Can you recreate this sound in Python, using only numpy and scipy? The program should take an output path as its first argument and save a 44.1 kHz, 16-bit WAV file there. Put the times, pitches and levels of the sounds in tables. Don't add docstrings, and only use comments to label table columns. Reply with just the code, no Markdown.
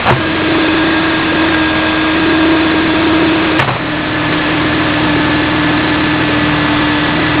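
import sys
import numpy as np
from scipy import signal
from scipy.fft import rfft, irfft, next_fast_len
from scipy.io import wavfile
from scipy.ndimage import uniform_filter1d, map_coordinates

SR = 44100
rng = np.random.default_rng(int(sys.argv[2]) if len(sys.argv) > 2 else 0)


def elevation(decibels):
    levels = np.asarray(decibels, float)
    return 10 ** (levels / 20)


def transcribe(signal):
    frames = np.atleast_2d(signal).T
    limited = np.clip(frames, -1, 1)
    pcm = np.round(limited * 32767).astype(np.int16)
    wavfile.write(sys.argv[1], SR, pcm)


N = 326340
LONG = N + SR // 4

# (multiple of half crank speed, level before reversal [dB], level after [dB])
EXHAUST_ORDERS = [(3, -12.5, -12.5), (4, 0, -1.5), (5, -7, -13), (6, -9, 2), (7, -7.5, -5.5), (8, -3, 3.5),
                  (9, -26.5, -13.5), (10, -12.5, -12.5), (12, -19, -9)]
# (time [s], frequency [Hz])
HALF_CRANK_SPEED = [(0, 21.7), (3.6, 20.3), (4.1, 19.6), (7.4, 19.7)]
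# (frequency [Hz], level [dB])
ROAR_SPECTRUM = [(15, -22.5), (40, -21), (70, -22.5), (110, -15), (240, -11.5), (400, -16), (640, -13.5),
                 (790, -18), (1000, -15.5), (1460, -17), (2000, -17), (3000, -20), (3800, -18.5),
                 (4400, -35.5)]
# (frequency [Hz], width [Hz], level [dB])
BODY_PANELS = [(676, 330, -16.5), (1240, 190, -6.5), (1680, 56, -3), (2607, 160, -7.5), (3260, 400, -4.5)]

# (start [s], gap [s], first level [dB], change per blow [dB], brightness [Hz])
BLOW_RUNS = [
    (0.059, 0.0055, -3.5, 0.74, 745),
    (3.5916, 0.003, 5, -2, 1600),
    (4.322, .0028, -3, -0.4, 3050),
]
# (time [s], level [dB])
SETTLING_BLOWS = [
    (0.109, -4.5),
    (0.123, -2.5),
    (0.134, -10),
    (3.678, -4),
    (3.716, -8.5),
    (3.749, -5.5),
]
# (time [s], level [dB])
RATTLING_BLOWS = [(3.622, 2), (3.645, -2.5), (3.676, 0.5), (3.684, 2), (3.689, 0.5), (3.706, -2),
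                  (3.721, -1.5), (3.735, -3.5), (3.761, -2), (3.8, -8), (3.855, -7.5), (3.967, -9)]
# (time [s], level [dB])
TICKING_BLOWS = [
    (1.523, -3),
    (1.5444, -0.5),
    (3.4446, -1.5),
    (3.45, -4),
]
# (brightness [Hz], decay t60 [s], thud level [dB])
BLOW_KINDS = [
    (600, 0.058, -6),
    (800, 0.12, -24),
    (1900, .035, -28.5),
]
# (frequency [Hz], level [dB], decay t60 [s])
HOPPER_MODES = [(560, -2, .05), (720, -3, .06), (1020, -2, .06), (1230, 0, .05), (1690, -4, .045),
                (2120, -1, .045), (2330, -3, .04), (2780, -5, .04), (3300, -6, .035)]
# (frequency [Hz], level [dB], decay t60 [s])
FRAME_MODES = [(129, -4, 0.34), (212, -5.5, 0.041), (350, -4, 0.067)]

# (time [s], hum level [dB], whine level [dB])
PUMP_STROKES = [
    [(0.16, -20.5, -24), (0.3, -17, -29.5), (0.6, -15, -26), (1.9, -16, -25), (2.5, -13.5, -27),
     (3.59, -14.5, -30.5)],
    [(3.79, -19, -26), (3.85, -16.5, -27), (4.12, -20, -22.5), (4.55, -16, -27.5), (5.3, -15.5, -24),
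     (6.0, -16, -24.5), (6.9, -17, -25), (7.07, -18.5, -25.5), (7.4, -15.5, -25)],
]
PUMP_HUM = [314.9, 299]
# (frequency [Hz], level [dB])
PIPE_WHINES = [
    [(909, -11), (1050, -10), (1623, 3), (2545, -4), (2730, -11.5), (3241, -12.5), (3451, -1), (3634, -3.5)],
    [(866, -7.5), (1545, -6), (1730, -0.5), (2815, -9.5), (3273, -25.5), (3460, -7), (3677, -11.5)],
]
# (octave at start [dB], drift [dB/s], high whines at start [dB], drift [dB/s])
PUMP_OVERTONES = [(-31, 0.5, -24, -1), (-27, -5.5, -25.5, 1.2)]
# (frequency [Hz], top level [dB], time of top [s], swell [s], fade [dB/s])
LATE_LINES = [(1945, -30, 6.2, .6, -2.3), (1080, -32.5, 6.4, 1.3, 22)]

# (time [s], depth [dB])
GAIN_DUCKS = [
    (0.102, 2.5),
    (3.606, 5.5),
    (3.699, 5),
]
# (from [s], to [s])
KEEPING_PACE = [(1.53, 2.11), (4.95, 5), (6.35, 7.01)]
# (frequency [Hz], level [dB])
IMAGE_LEAK = [(2500, 0), (3500, -5), (4000, -5), (4370, -15.5), (4550, -21.5), (4800, -30), (5000, -40.5),
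              (5200, -53.5), (5350, -120)]
# (frequency [Hz], level [dB])
HISS_SPECTRUM = [(5600, -29.5), (6400, -10.5), (8000, 3.5), (10300, -5.5), (12500, -2.5), (14500, -3),
                 (16000, -24.5)]

REVERSAL_S = 3.6
RATE_HZ = 8000


def noise():
    return rng.standard_normal(LONG)


def unit(x):
    return x / np.sqrt(np.mean(x ** 2))


def band(x, hz, width_hz):
    return signal.lfilter(*signal.iirpeak(hz, hz / width_hz, fs=SR), x)


def colour(x, points):
    size = next_fast_len(len(x))
    hz, db = np.transpose(points)
    f = np.maximum(np.arange(size // 2 + 1) * SR / size, 1)
    gain = elevation(np.interp(np.log(f), np.log(hz), db))
    return irfft(rfft(x, size) * gain, size)[:len(x)]


def walk(rate):
    k = int(SR / rate)
    held = np.repeat(rng.standard_normal(LONG // k + 1), k)
    return 1.3 * uniform_filter1d(uniform_filter1d(held, k), k)[:LONG]


def tone(hz, wander_hz, skirt_db):
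    phase = np.cumsum(hz + wander_hz * walk(30)) / SR + rng.random()
    flow = 1 + elevation(skirt_db) * walk(90)
    return np.sqrt(2) * flow * np.sin(2 * np.pi * phase)


def ring(modes, stretch, t):
    hz, db, t60 = np.transpose(modes)[:, :, None]
    return np.sum(elevation(db - 60 * t / t60) * np.sin(2 * np.pi * hz * stretch * t), axis=0)


def diesel(clock):
    shaft_hz = np.interp(clock, *np.transpose(HALF_CRANK_SPEED)) * (1 + .004 * walk(3))
    shaft = np.cumsum(shaft_hz) / SR
    after = np.clip((clock - REVERSAL_S) / 0.24, 0, 1)
    exhaust = 0
    for order, before_db, after_db in EXHAUST_ORDERS:
        level = elevation(before_db + (after_db - before_db) * after + 2.0 * walk(6.5))
        exhaust = exhaust + level * np.sin(2 * np.pi * (order * shaft + rng.random()))
    exhaust_db = -27.5 + 0.42 * np.maximum(clock - REVERSAL_S, 0)

    knock = noise() * (1 + .5 * np.exp(-(3 * shaft % 1) / 0.048))
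    panels = sum(elevation(db + 1.2 * walk(3.7)) * band(knock, hz, width) for hz, width, db in BODY_PANELS)
    rumble = elevation(1.2 * walk(8)) * signal.lfilter(*signal.butter(1, 400, fs=SR), noise())
    clatter = signal.lfilter(*signal.butter(1, 400, "high", fs=SR), knock)
    roar = unit(colour(clatter + rumble + panels, ROAR_SPECTRUM))
    return elevation(-15) * roar + elevation(exhaust_db) * exhaust


def blow_list():
    count = 9
    k = np.arange(count)
    rows = []
    for start, gap, first_db, change_db, hz in BLOW_RUNS:
        times = start + gap * (k + .5 * rng.random(count))
        levels = first_db + change_db * k + 0.5 * rng.standard_normal(count)
        rows += [(s, db, hz, 0.057, -19) for s, db in zip(times, levels)]
    for blows_of_kind, kind in zip((SETTLING_BLOWS, RATTLING_BLOWS, TICKING_BLOWS), BLOW_KINDS):
        rows += [(*row, *kind) for row in blows_of_kind]
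    return rows


def steel_blow(hz, t60, thud_db, t):
    fade = elevation(-60 * t / np.clip(t60, .01, .4)) + .5 * np.exp(-t / .002)
    crack = band(rng.standard_normal(len(t)), hz, 1.7 * hz) * fade
    stretch = 1 + 0.068 * rng.standard_normal()
    plates = band(ring(HOPPER_MODES, stretch, t), hz, 0.79 * hz)
    thud = elevation(thud_db) * ring(FRAME_MODES, 1, t)
    return crack / np.max(abs(crack)) + elevation(-10) * plates / np.max(abs(plates)) + thud


def blows(kept):
    out, t = np.zeros(LONG + SR), np.arange(SR // 2) / SR
    for s, db, hz, t60, thud_db in blow_list():
        start = kept[int(s * SR)]
        out[start:start + len(t)] += elevation(db + 2.0) * steel_blow(hz, t60, thud_db, t)
    return colour(out[:LONG], [(20, -11.5), (90, 4.5), (3000, -4.0), (5000, -9.0)])


def pump(clock):
    out = 0
    for rows, hum_hz, lines, overtones in zip(PUMP_STROKES, PUMP_HUM, PIPE_WHINES, PUMP_OVERTONES):
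        octave_db, octave_drift, high_db, high_drift = overtones
        s, hum_db, low_db = np.transpose(rows)
        hum = elevation(np.interp(clock, s, hum_db, -99, -99))
        low = elevation(np.interp(clock, s, low_db, -99, -99))
        on, since = (clock > s[0]) & (clock <= s[-1]), clock - s[0]
        octave = on * elevation(octave_db + octave_drift * since + 0.83 * walk(4))
        pressure = np.minimum(since / 0.4, 1)
        high = on * pressure * elevation(high_db + high_drift * since)

        phase = 2 * np.pi * np.cumsum(hum_hz + 0.54 * walk(4)) / SR
        wave = hum * (np.sin(phase) + elevation(-15) * np.sin(3 * phase)) + octave * np.sin(2 * phase)
        out = out + np.sqrt(2) * elevation(0.7 * walk(20) + 1.0 * walk(5)) * wave
        for hz, db in lines:
            level = low if hz < 2000 else high
            out = out + level * elevation(db) * tone(hz, .003 * hz, skirt_db=-13.5)
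    return out + late_whines(clock)


def late_whines(clock):
    out = 0
    for hz, db, top, swell, fade in LATE_LINES:
        since = clock - top
        shape_db = np.where(since < 0, 24.5 * since / swell, -fade * since)
        out = out + elevation(db + shape_db) * tone(hz, 10.5, skirt_db=-19.5)
    return out


def gain_control(clock):
    attack_s, recovery_db_per_s = 0.066, 6.5
    cuts = []
    for s, depth_db in GAIN_DUCKS:
        since = clock - s
        cuts.append(np.clip(since / attack_s, 0, 1) * np.maximum(depth_db - recovery_db_per_s * since, 0))
    return elevation(-np.max(cuts, axis=0))


def kept_samples():
    buffer_hz, skip_s, splice_s, loss_ms_per_s = 31.0, .0011, .007, 27.5
    edges = (np.arange(int(N / SR * buffer_hz)) + .1) / buffer_hz
    behind = 1 - sum((edges > a) & (edges < b) for a, b in KEEPING_PACE)
    owed = np.cumsum(loss_ms_per_s * behind) / 1000 / buffer_hz
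    due = np.floor(owed / skip_s + .3 * rng.standard_normal(len(edges)))
    blocks = np.diff(np.maximum.accumulate(due), prepend=0)
    lost = np.zeros(N)
    lost[(edges * SR).astype(int)] = blocks * skip_s * SR * np.exp(.3 * rng.standard_normal(len(edges)))
    skipped = uniform_filter1d(np.cumsum(lost), int(splice_s * SR), mode="nearest")
    return np.arange(N) + skipped.astype(int)


def scene():
    kept = kept_samples()
    clock = np.interp(np.arange(LONG), kept, np.arange(N) / SR)
    street = gain_control(clock) * (diesel(clock) + blows(kept) + pump(clock))
    low_pass = signal.butter(12, .49 * RATE_HZ, fs=SR, output="sos")
    return signal.sosfilt(low_pass, street[kept])[None]


def top_cut(x):
    return signal.sosfilt(signal.butter(12, 15750, fs=SR, output="sos"), x)


def record(dry):
    slow_times = np.arange(N * RATE_HZ // SR + 1) * SR / RATE_HZ
    slow = map_coordinates(dry[0], [slow_times], order=3, mode="nearest")
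    stuffed = np.zeros(2 * len(slow))
    stuffed[::2] = 2 * slow / (1 + np.abs(slow / 1.15) ** 6) ** (1 / 6)
    raised = colour(signal.resample_poly(stuffed, SR, 2 * RATE_HZ)[:N], IMAGE_LEAK)
    hiss = elevation(-78) * colour(rng.standard_normal(N), HISS_SPECTRUM)
    clip, offset = .975, -.003
    mix = np.clip(raised + hiss + offset, -clip, clip)[None]
    return top_cut(mix)


dry = scene()
out = record(dry)
transcribe(out)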